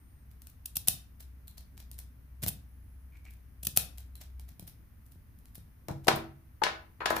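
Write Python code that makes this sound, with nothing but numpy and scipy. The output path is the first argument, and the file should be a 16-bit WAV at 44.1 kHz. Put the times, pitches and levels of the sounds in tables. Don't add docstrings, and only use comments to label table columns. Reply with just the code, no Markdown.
import sys
import numpy as np
from scipy import signal
from scipy.fft import rfft, irfft
from scipy.io import wavfile
from scipy.ndimage import uniform_filter1d

SR = 44100
rng = np.random.default_rng(int(sys.argv[2]) if len(sys.argv) > 2 else 0)


def transcribe(signal):
    frames = np.atleast_2d(signal).T
    limited = np.clip(frames, -1, 1)
    pcm = np.round(limited * 32767).astype(np.int16)
    wavfile.write(sys.argv[1], SR, pcm)


N = 317520
T = np.arange(N) / SR

# (time [s], energy [dB], decay [ms], body against snap [dB])
PIN_CLICKS = [ (0.6591, -11.5, 2.2, -32), (0.7585, -9.5, 3.1, -27.5), (0.769, -1, 1.8, -23.5),
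              (2.424, -22.5, 5.4, -5.5), (2.429, -15, 1.6, -5), (2.437, -8.5, 6.6, -3.5),
              (2.464, -15, .9, -1), (2.475, -7, 11, -11), (2.4828, -3, 1.6, -26.5), (2.489, -7.5, 2.5, -14),
              (3.6327, -14, 3.3, -14), (3.652, -9.5, 4.5, -22.5), (3.6702, -1, 1.4, -17.5),
              (6.081, -14.5, 6.2, -2.5)]
# (time [s], energy [dB], body against snap [dB])
SHOULDER_STOPS = [(0.8844, 7.5, -16), (3.7737, 8.5, -10.5)]
# (time [s], energy [dB], decay [ms], body against snap [dB])
LIGHT_TICKS = [ (.314, -39, 2, -4.5), (0.4196, -29, .7, -11), (0.4708, -24.5, 0.68, -12),
               (1.206, -26, 5.4, -5), (1.4805, -24, 1.4, -25), (1.581, -24.5, 2.5, -4),
               (1.778, -33, 1.3, 2.5), (1.802, -29, 1.7, -1), (1.915, -23, 0.49, -12),
               (1.9896, -19, 2.1, -9.5), (3.171, -49, 2.6, 5), (3.2532, -39.5, 2.1, 1.5),
               (3.308, -34.5, 1.8, -8), (3.3373, -37.5, 1.6, -6), (3.9829, -23.5, 1.43, -5),
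               (4.155, -26, 1.05, -11.5), (4.2146, -25.5, 5.6, 0), (4.397, -30.5, 1.07, -2),
               (4.49, -30, 2.8, -4), (4.5962, -23, .7, -11), (4.678, -22, 4.1, -9.5),
               (5.064, -36.5, 1.8, -16), (5.121, -34.5, 3.5, -17), (5.3887, -38.5, .7, -16),
               (5.4565, -36.5, 0.54, -2.5), (5.555, -23, 2.9, -8.5), (5.885, -24, 0.94, 4.5),
               (6.047, -36.5, 2.6, 4), (6.0717, -20, 1, 2.5), (6.16, -17.5, 4, -10), (7.104, -14, 1.1, 2),
               (7.1655, -14.5, 2.6, 2)]
# (start [s], end [s])
KEY_RINGS = [(1.4, 1.6), (4.1, 4.2)]
# (frequency [Hz], density [dB per Hz])
SNAP_SPECTRUM = [(200, -49), (1700, -33), (2600, -11.5), (4500, -14), (7500, -9.5), (10000, -2.5),
                 (13700, -2.5), (15400, -1), (17500, -22.5)]
# (frequency [Hz], density [dB per Hz])
BODY_SPECTRUM = [(60, -14), (250, -16), (700, 6), (1100, -6), (2100, 1), (4000, 0), (8000, -1),
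                 (15000, -7.5), (18000, -33)]
# (frequency [Hz], energy [dB], t60 [s])
BRASS_MODES = [(2530, -5.5, 0.016), (5520, -8.5, 0.017), (6150, -9, 0.024), (9560, -6, 0.0058),
               (11500, -1.5, 0.027), (13100, -4.5, 0.004), (15800, 0.5, 0.0027), (13900, 0.5, 0.0095)]
# (frequency [Hz], energy [dB], t60 [s])
KEY_MODES = [(4220, 17.5, 0.0082), (5660, -25, 0.035), (9500, 1, 0.016)]
# (time [s], energy [dB])
GRIP_JOLTS = [(3.685, -17), (4.597, -21), (4.625, -18.5), (5.158, -26), (5.58, -20.5), (5.908, -7.5),
              (6.138, -11)]
# (frequency [Hz], density [dB per Hz])
JOLT_SPECTRUM = [(30, -12.5), (100, 8), (190, -1.5), (350, -14.5), (800, -23), (2000, -54.5), (8000, -75)]
# (time [s], length [s], level [dB])
KEYWAY_SCRAPES = [(3.118, 0.062, -66.5), (3.247, 0.051, -63)]
# (frequency [Hz], energy [dB], t60 [s])
KEYWAY_MODES = [(2270, -2, .011), (3380, -27, 0.0098)]
# (time [s], energy [dB], decay [ms], lowest frequency [Hz], highest frequency [Hz])
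TRAY_LANDING = [(5.886, -9.5, 24, 170, 1140), (6.070, -4, 11, 540, 925), (6.083, 11.5, 4.1, 524, 7960),
                (6.112, -3.5, 12, 460, 1814), (6.163, -10.5, 4.6, 140, 890)]
# (time [s], energy [dB], decay [ms], lowest frequency [Hz], highest frequency [Hz])
TOOL_KNOCKS = [(6.619, -3, 4.7, 669, 1465), (6.6371, 2.5, 2.9, 1800, 6640), (6.666, -2.5, 6.8, 854, 2760),
               (7.006, -10, 10.7, 892, 2600), (7.018, -9, 13, 900, 1890), (7.0588, 1.5, 3.7, 970, 6540),
               (7.1065, 1, 2.9, 580, 1940), (7.128, -6, 2.3, 586, 1580), (7.167, -4.5, 3.2, 710, 2680)]
# (frequency [Hz], density [dB per Hz])
CLACK_SPECTRUM = [(60, -35.5), (300, -9), (560, -0.5), (800, -1), (980, -6), (1300, -5), (1850, -9),
                  (2600, -10.5), (4500, -14), (7500, -21), (15000, -9)]
# (frequency [Hz], energy [dB], t60 [s])
TOOL_MODES = [(1006, 6, 0.17), (1100, 0, .14), (1280, -8, 0.12), (1490, 1.5, .16), (1680, 1.5, 0.13),
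              (2010, -16, 0.037), (2480, -11.5, 0.1), (2610, -13, .08), (3390, -12, 0.037),
              (3190, -15.5, .08), (4250, -3, .06), (7050, -8, .1), (10400, -6.5, .08), (12520, -10.5, .1)]
# (frequency [Hz], energy [dB], t60 [s])
PANEL_MODES = [(463.3, -2, 0.17), (495, -5, 0.059), (588, -7.5, 0.16), (639, -6.5, 0.41), (773, -5, .12),
               (831.4, -3, 0.29)]
# (frequency [Hz], energy [dB], t60 [s])
DESK_MODES = [(138.3, 3.5, 0.72), (206, -14.5, .12), (231.6, -2.5, 0.27), (330.3, -1, .45),
              (388, -1.5, 0.073)]
# (frequency [Hz], level [dB])
ROOM_COLOUR = [(80, 4.5), (400, 0), (1500, -0.5), (4000, 1.5), (8000, -1), (15000, -5)]
# (frequency [Hz], t60 [s])
ROOM_DECAY = [(100, 0.55), (400, .38), (1800, 0.37), (5000, 0.28), (13000, 0.2)]
# (frequency [Hz], density [dB per Hz])
HANDS_SPECTRUM = [(20, -9), (45, -3.5), (105, -3), (160, -10.5), (270, -16.5), (420, -28.5), (2000, -59.0)]
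# (frequency [Hz], density [dB per Hz])
FLOOR_SPECTRUM = [(15, -34.5), (25, -9), (71, 2.5), (91, 0), (177, -17.5), (265, -16), (357, -33),
                  (578, -37), (1880, -39), (3690, -51), (6480, -51), (7610, -60), (8480, -50),
                  (11100, -43.5), (15300, -42)]
# (middle [s], length [s], top pitch [Hz])
THIN_WHISTLES = [(.1, .3, 9100), (2.73, .1, 10800), (2.83, .12, 11200), (2.96, .24, 11100),
                 (5.53, .3, 11800)]

LEAD_S = 0.004
CLICK_ROOM_DB, STOP_ROOM_DB, TICK_ROOM_DB = -9.5, -7, -3.5
STOP_DECAY_MS = 1
RUN_IN_S, RUN_IN_DB, RUN_IN_DECAY_MS, RUN_IN_BODY_DB = 0.0082, -13, 4, -14.5
FORE_TICK_S, FORE_TICK_DB, CRISP_MS = 0.0065, -11, 1.1
RATTLE_S, RATTLE_DB, RATTLE_DECAY_MS = 0.033, -12.5, 1.1
CLICK_JOLT_DB, STOP_JOLT_DB = 5, -19
SLIPS_PER_S, SCRAPE_EDGE_S, SCRAPE_ROOM_DB = 630, 0.0093, -1.5
LANDING_METAL_DB, LANDING_ROOM_DB = -16, -7
KNOCK_METAL_DB, KNOCK_ROOM_DB = -6.5, -3.5
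BOOM_DB, BOOM_HZ, BOOM_DB_PER_OCTAVE = -10, 450, -8
PANEL_DB, PANEL_HZ, PANEL_DB_PER_OCTAVE = -8, 1540, -1
TIP_S, TIP_HZ, TIP_SWELL_MS, TIP_DB = 6.619, 877, 4.3, -5.5
HUM_HZ, HUM_WANDER_HZ, HUM_DB, HUM_WAVER_DB = 63.3, 2.2, -59.5, 5
HUM_SWELL_DB, HUM_SWELL_S, HUM_RISE_S, HUM_FADE_S, HUM_FALL_S = 9, 0.5, 1.5, 4.47, 0.12
HANDS_DB, HANDS_WAVER_DB = -61, 4.5
FLOOR_DB = -57
WHISTLE_DB, WHISTLE_SAG = -76, 0.092
TOP_HZ = 15200


def undb(db):
    return 10 ** (np.asarray(db) / 20)


def unit(x):
    return x / np.sqrt(np.mean(np.sum(x ** 2, axis=-1)))


def on_log(points, hz):
    f, value = np.transpose(points)
    return np.interp(np.log(hz + 1), np.log(f), value)


def response(points, size=4096):
    magnitude = undb(on_log(points, np.fft.rfftfreq(size, 1 / SR)))
    cepstrum = irfft(np.log(magnitude))
    cepstrum[1:size // 2] *= 2
    cepstrum[size // 2 + 1:] = 0
    return unit(irfft(np.exp(rfft(cepstrum))))


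def through(x, ir):
    return signal.fftconvolve(np.atleast_2d(x), np.atleast_2d(ir), axes=1)[:, :N]


def stereo_noise(size, likeness):
    c = np.clip(likeness, 0, 1)
    shared = rng.standard_normal(size)
    return np.sqrt(c) * shared + np.sqrt(1 - c) * rng.standard_normal((2, size))


def drift(rate):
    k = int(SR / rate)
    steps = np.repeat(rng.standard_normal(N // k + 1), k)[:N]
    return 0.6 * uniform_filter1d(uniform_filter1d(steps, k), k)


def add(track, s, sound):
    i = int(s * SR)
    track[:, i:i + sound.shape[-1]] += sound[..., :N - i]


def pan(x, db):
    return x * undb(np.array([[db], [-db]]) / 2)


def ringing(modes, spread, strike_db, size):
    hz, db, t60 = np.transpose(modes)[:, :, None]
    chance = rng.standard_normal((len(modes), 4)).T[:, :, None]
    t = T[:size]
    turn = 2 * np.pi * hz * (1 + 0.0054 * chance[3]) * t
    envelope = undb(db + strike_db * chance[2]) * np.exp(-np.log(1000) * t / t60) / np.sqrt(t60)
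    return unit(np.sum(envelope * np.sin(turn + spread * chance[:2]), axis=1))


def contact(rise_ms, decay_ms, likeness, scatter_db, size=2048):
    ms = 1000 * (T[:size] - LEAD_S)
    after = np.maximum(ms, 0)
    rise = np.exp(np.minimum(ms, 0) / rise_ms)
    envelope = rise * (np.exp(-after / decay_ms) + undb(scatter_db) * np.exp(-after / 3.5))
    burst = rfft(stereo_noise(size, likeness) * envelope)
    power = uniform_filter1d(np.abs(burst) ** 2, int(40 / decay_ms) + 6)
    return unit(irfft(burst / np.sqrt(power)) * np.minimum(1, 20 * envelope))


def contacts():
    rows = [(*click, CLICK_ROOM_DB) for click in PIN_CLICKS]
    for s, db, body_db in SHOULDER_STOPS:
        rows.append((s - RUN_IN_S, db + RUN_IN_DB, RUN_IN_DECAY_MS, RUN_IN_BODY_DB, STOP_ROOM_DB))
        rows.append((s, db, STOP_DECAY_MS, body_db, STOP_ROOM_DB))
    for s, db, decay_ms, body_db in LIGHT_TICKS:
        rows.append((s, db, decay_ms, body_db, TICK_ROOM_DB))
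        if decay_ms > CRISP_MS:
            rows.append((s - FORE_TICK_S, db + FORE_TICK_DB, decay_ms, body_db, TICK_ROOM_DB))
        for delay in RATTLE_S * rng.random(size=2):
            rows.append((s + delay, db + RATTLE_DB, RATTLE_DECAY_MS, body_db, TICK_ROOM_DB))
    return rows


def lock():
    body = response(BODY_SPECTRUM)
    snap_hz, snap_db = np.transpose(SNAP_SPECTRUM)
    near, far = np.zeros((2, 2, N))
    for s, db, decay_ms, body_db, room_db in contacts():
        burst = contact(0.6 * decay_ms, decay_ms, likeness=0.3, scatter_db=-24)
        grip_db = 1.7 * rng.standard_normal(len(snap_db))
        snap = response(np.column_stack([snap_hz, snap_db + grip_db]))
        click = unit(through(burst, snap)) + undb(body_db) * unit(through(burst, body))
        brass = ringing(BRASS_MODES, spread=1.0, strike_db=1.2, size=4096)
        click = click + undb(-9.5) * unit(through(burst, brass))
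        if any(start < s < end for start, end in KEY_RINGS):
            key = ringing(KEY_MODES, spread=2, strike_db=2, size=4096)
            click = click + undb(-11) * unit(through(burst, key))
        add(near, s - LEAD_S, undb(db) * click)
        add(far, s - LEAD_S, undb(db + room_db) * click)
    return pan(near, 0.9), pan(far, 1)


def jolts():
    out = np.zeros((2, N))
    push = response(JOLT_SPECTRUM)
    clicks = [(s, db + body_db + CLICK_JOLT_DB) for s, db, _, body_db in PIN_CLICKS]
    stops = [(s, db + STOP_JOLT_DB) for s, db, _ in SHOULDER_STOPS]
    for s, db in clicks + stops + list(GRIP_JOLTS):
        add(out, s, undb(db) * push)
    return pan(out, 3.6)


def scrape():
    slips = rng.standard_normal(N) * (rng.random(N) < SLIPS_PER_S / SR)
    pressure = np.zeros(N)
    for s, length, db in KEYWAY_SCRAPES:
        pressure += undb(db) * np.clip(np.minimum(T - s, s + length - T) / SCRAPE_EDGE_S, 0, 1)
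    mouth = ringing(KEYWAY_MODES, spread=0.91, strike_db=0.93, size=2048)
    return through(pressure * slips / np.std(slips), mouth)


def desk():
    clacks, booms, far = np.zeros((3, 2, N))
    clack_colour = response(CLACK_SPECTRUM)
    blows = [(*row, LANDING_METAL_DB, LANDING_ROOM_DB) for row in TRAY_LANDING]
    blows += [(*row, KNOCK_METAL_DB, KNOCK_ROOM_DB) for row in TOOL_KNOCKS]
    for s, db, decay_ms, low_hz, high_hz, metal_db, room_db in blows:
        boom_db = BOOM_DB + BOOM_DB_PER_OCTAVE * np.log2(low_hz / BOOM_HZ)
        panel_db = PANEL_DB + PANEL_DB_PER_OCTAVE * np.log2(high_hz / PANEL_HZ)

        edges = [low_hz, np.clip(high_hz, 1.2 * low_hz, SR / 3)]
        band = signal.butter(2, edges, "band", fs=SR, output="sos")
        burst = through(contact(0.93, decay_ms, likeness=0.06, scatter_db=-16), clack_colour)
        clack = undb(db) * unit(signal.sosfilt(band, burst))

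        soft = signal.butter(1, min(high_hz, SR / 3), fs=SR, output="sos")
        metal = signal.sosfilt(soft, ringing(TOOL_MODES, spread=1.78, strike_db=1.5, size=16384))
        panel = ringing(PANEL_MODES, spread=0.67, strike_db=2.1, size=16384)
        ring = undb(db + metal_db) * unit(metal) + undb(db + panel_db) * panel
        for track, share_db in (clacks, 0), (far, room_db):
            add(track, s - LEAD_S, undb(share_db) * clack)
            add(track, s, undb(share_db) * ring)

        light = signal.butter(2, low_hz / 2, "high", fs=SR, output="sos")
        boom = signal.sosfilt(light, ringing(DESK_MODES, spread=0.3, strike_db=1.5, size=16384))
        add(booms, s, undb(db + boom_db) * unit(boom))
    return pan(clacks, 5.5), pan(booms, 1.3), pan(far, 1.8)


def tipping_tool():
    out = np.zeros((2, N))
    t = T[:2048]
    age = 1000 * t / TIP_SWELL_MS
    tone = age * np.exp(-age) * np.sin(2 * np.pi * TIP_HZ * t)
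    add(out, TIP_S, undb(TIP_DB) * unit(tone))
    return pan(out, 16.5)


def room(x):
    t = T[:SR * 2 // 3]
    hz = np.fft.rfftfreq(len(t), 1 / SR)
    centres = np.geomspace(100, 16000, num=8)
    tail = 0
    for centre, share in zip(centres, np.eye(len(centres))):
        noise = rfft(stereo_noise(len(t), 1 / (1 + (centre / 600) ** 2)))
        weight = np.sqrt(np.interp(np.log(hz + 1), np.log(centres), share))
        band = irfft(noise * weight, len(t))
        decay = np.exp(-np.log(1000) * t / on_log(ROOM_DECAY, centre))
        envelope = decay * (1 - np.exp(-(t / 0.0051) ** 2))
        tail = tail + undb(on_log(ROOM_COLOUR, centre)) * band * unit(envelope)
    return through(x, tail)


def hum():
    rise = (T - HUM_SWELL_S) / HUM_RISE_S
    fall = 1 - (T - HUM_FADE_S) / HUM_FALL_S
    swell = np.clip(np.minimum(rise, fall), 0, 1)
    phase = 2 * np.pi * np.cumsum(HUM_HZ + HUM_WANDER_HZ * drift(11)) / SR
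    level_db = HUM_DB + HUM_SWELL_DB * swell + HUM_WAVER_DB * drift(7)
    return undb(level_db) * np.sqrt(2) * np.sin(phase)


def hands():
    rumble = through(stereo_noise(N, likeness=0.89), response(HANDS_SPECTRUM))
    return rumble * undb(HANDS_DB + HANDS_WAVER_DB * drift(14))


def hiss():
    low = signal.butter(2, 500, fs=SR, output="sos")
    high = signal.butter(2, 500, "high", fs=SR, output="sos")
    bass = signal.sosfilt(low, stereo_noise(N, likeness=0.92))
    treble = signal.sosfilt(high, rng.standard_normal((2, N)))
    air = bass + undb(8.5) * treble
    return pan(undb(FLOOR_DB) * through(air, response(FLOOR_SPECTRUM)), 0.57)


def whistles():
    out = np.zeros(N)
    for s, length, hz in THIN_WHISTLES:
        off_top = np.minimum((2 * (T - s) / length) ** 2, 1)
        pitch = hz * (1 - WHISTLE_SAG * off_top + 0.0037 * drift(140))
        out += np.sqrt(1 - off_top) * np.sin(2 * np.pi * np.cumsum(pitch) / SR)
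    return undb(WHISTLE_DB) * out


def scene():
    clicks, clicks_far = lock()
    clacks, booms, clacks_far = desk()
    thuds = jolts() + booms
    scraping = scrape()
    room_send = clicks_far + clacks_far + undb(-5.5) * thuds + undb(SCRAPE_ROOM_DB) * scraping
    close = clicks + scraping + thuds + undb(-1) * clacks + tipping_tool()
    background = pan(hum() + hands(), 1.4) + hiss() + whistles()
    return close + room(room_send) + background


def record(dry):
    steep = signal.ellip(8, 0.2, 60, TOP_HZ, fs=SR, output="sos")
    return signal.sosfilt(steep, np.clip(dry, -1, 1))


dry = scene()
out = record(dry)
transcribe(out)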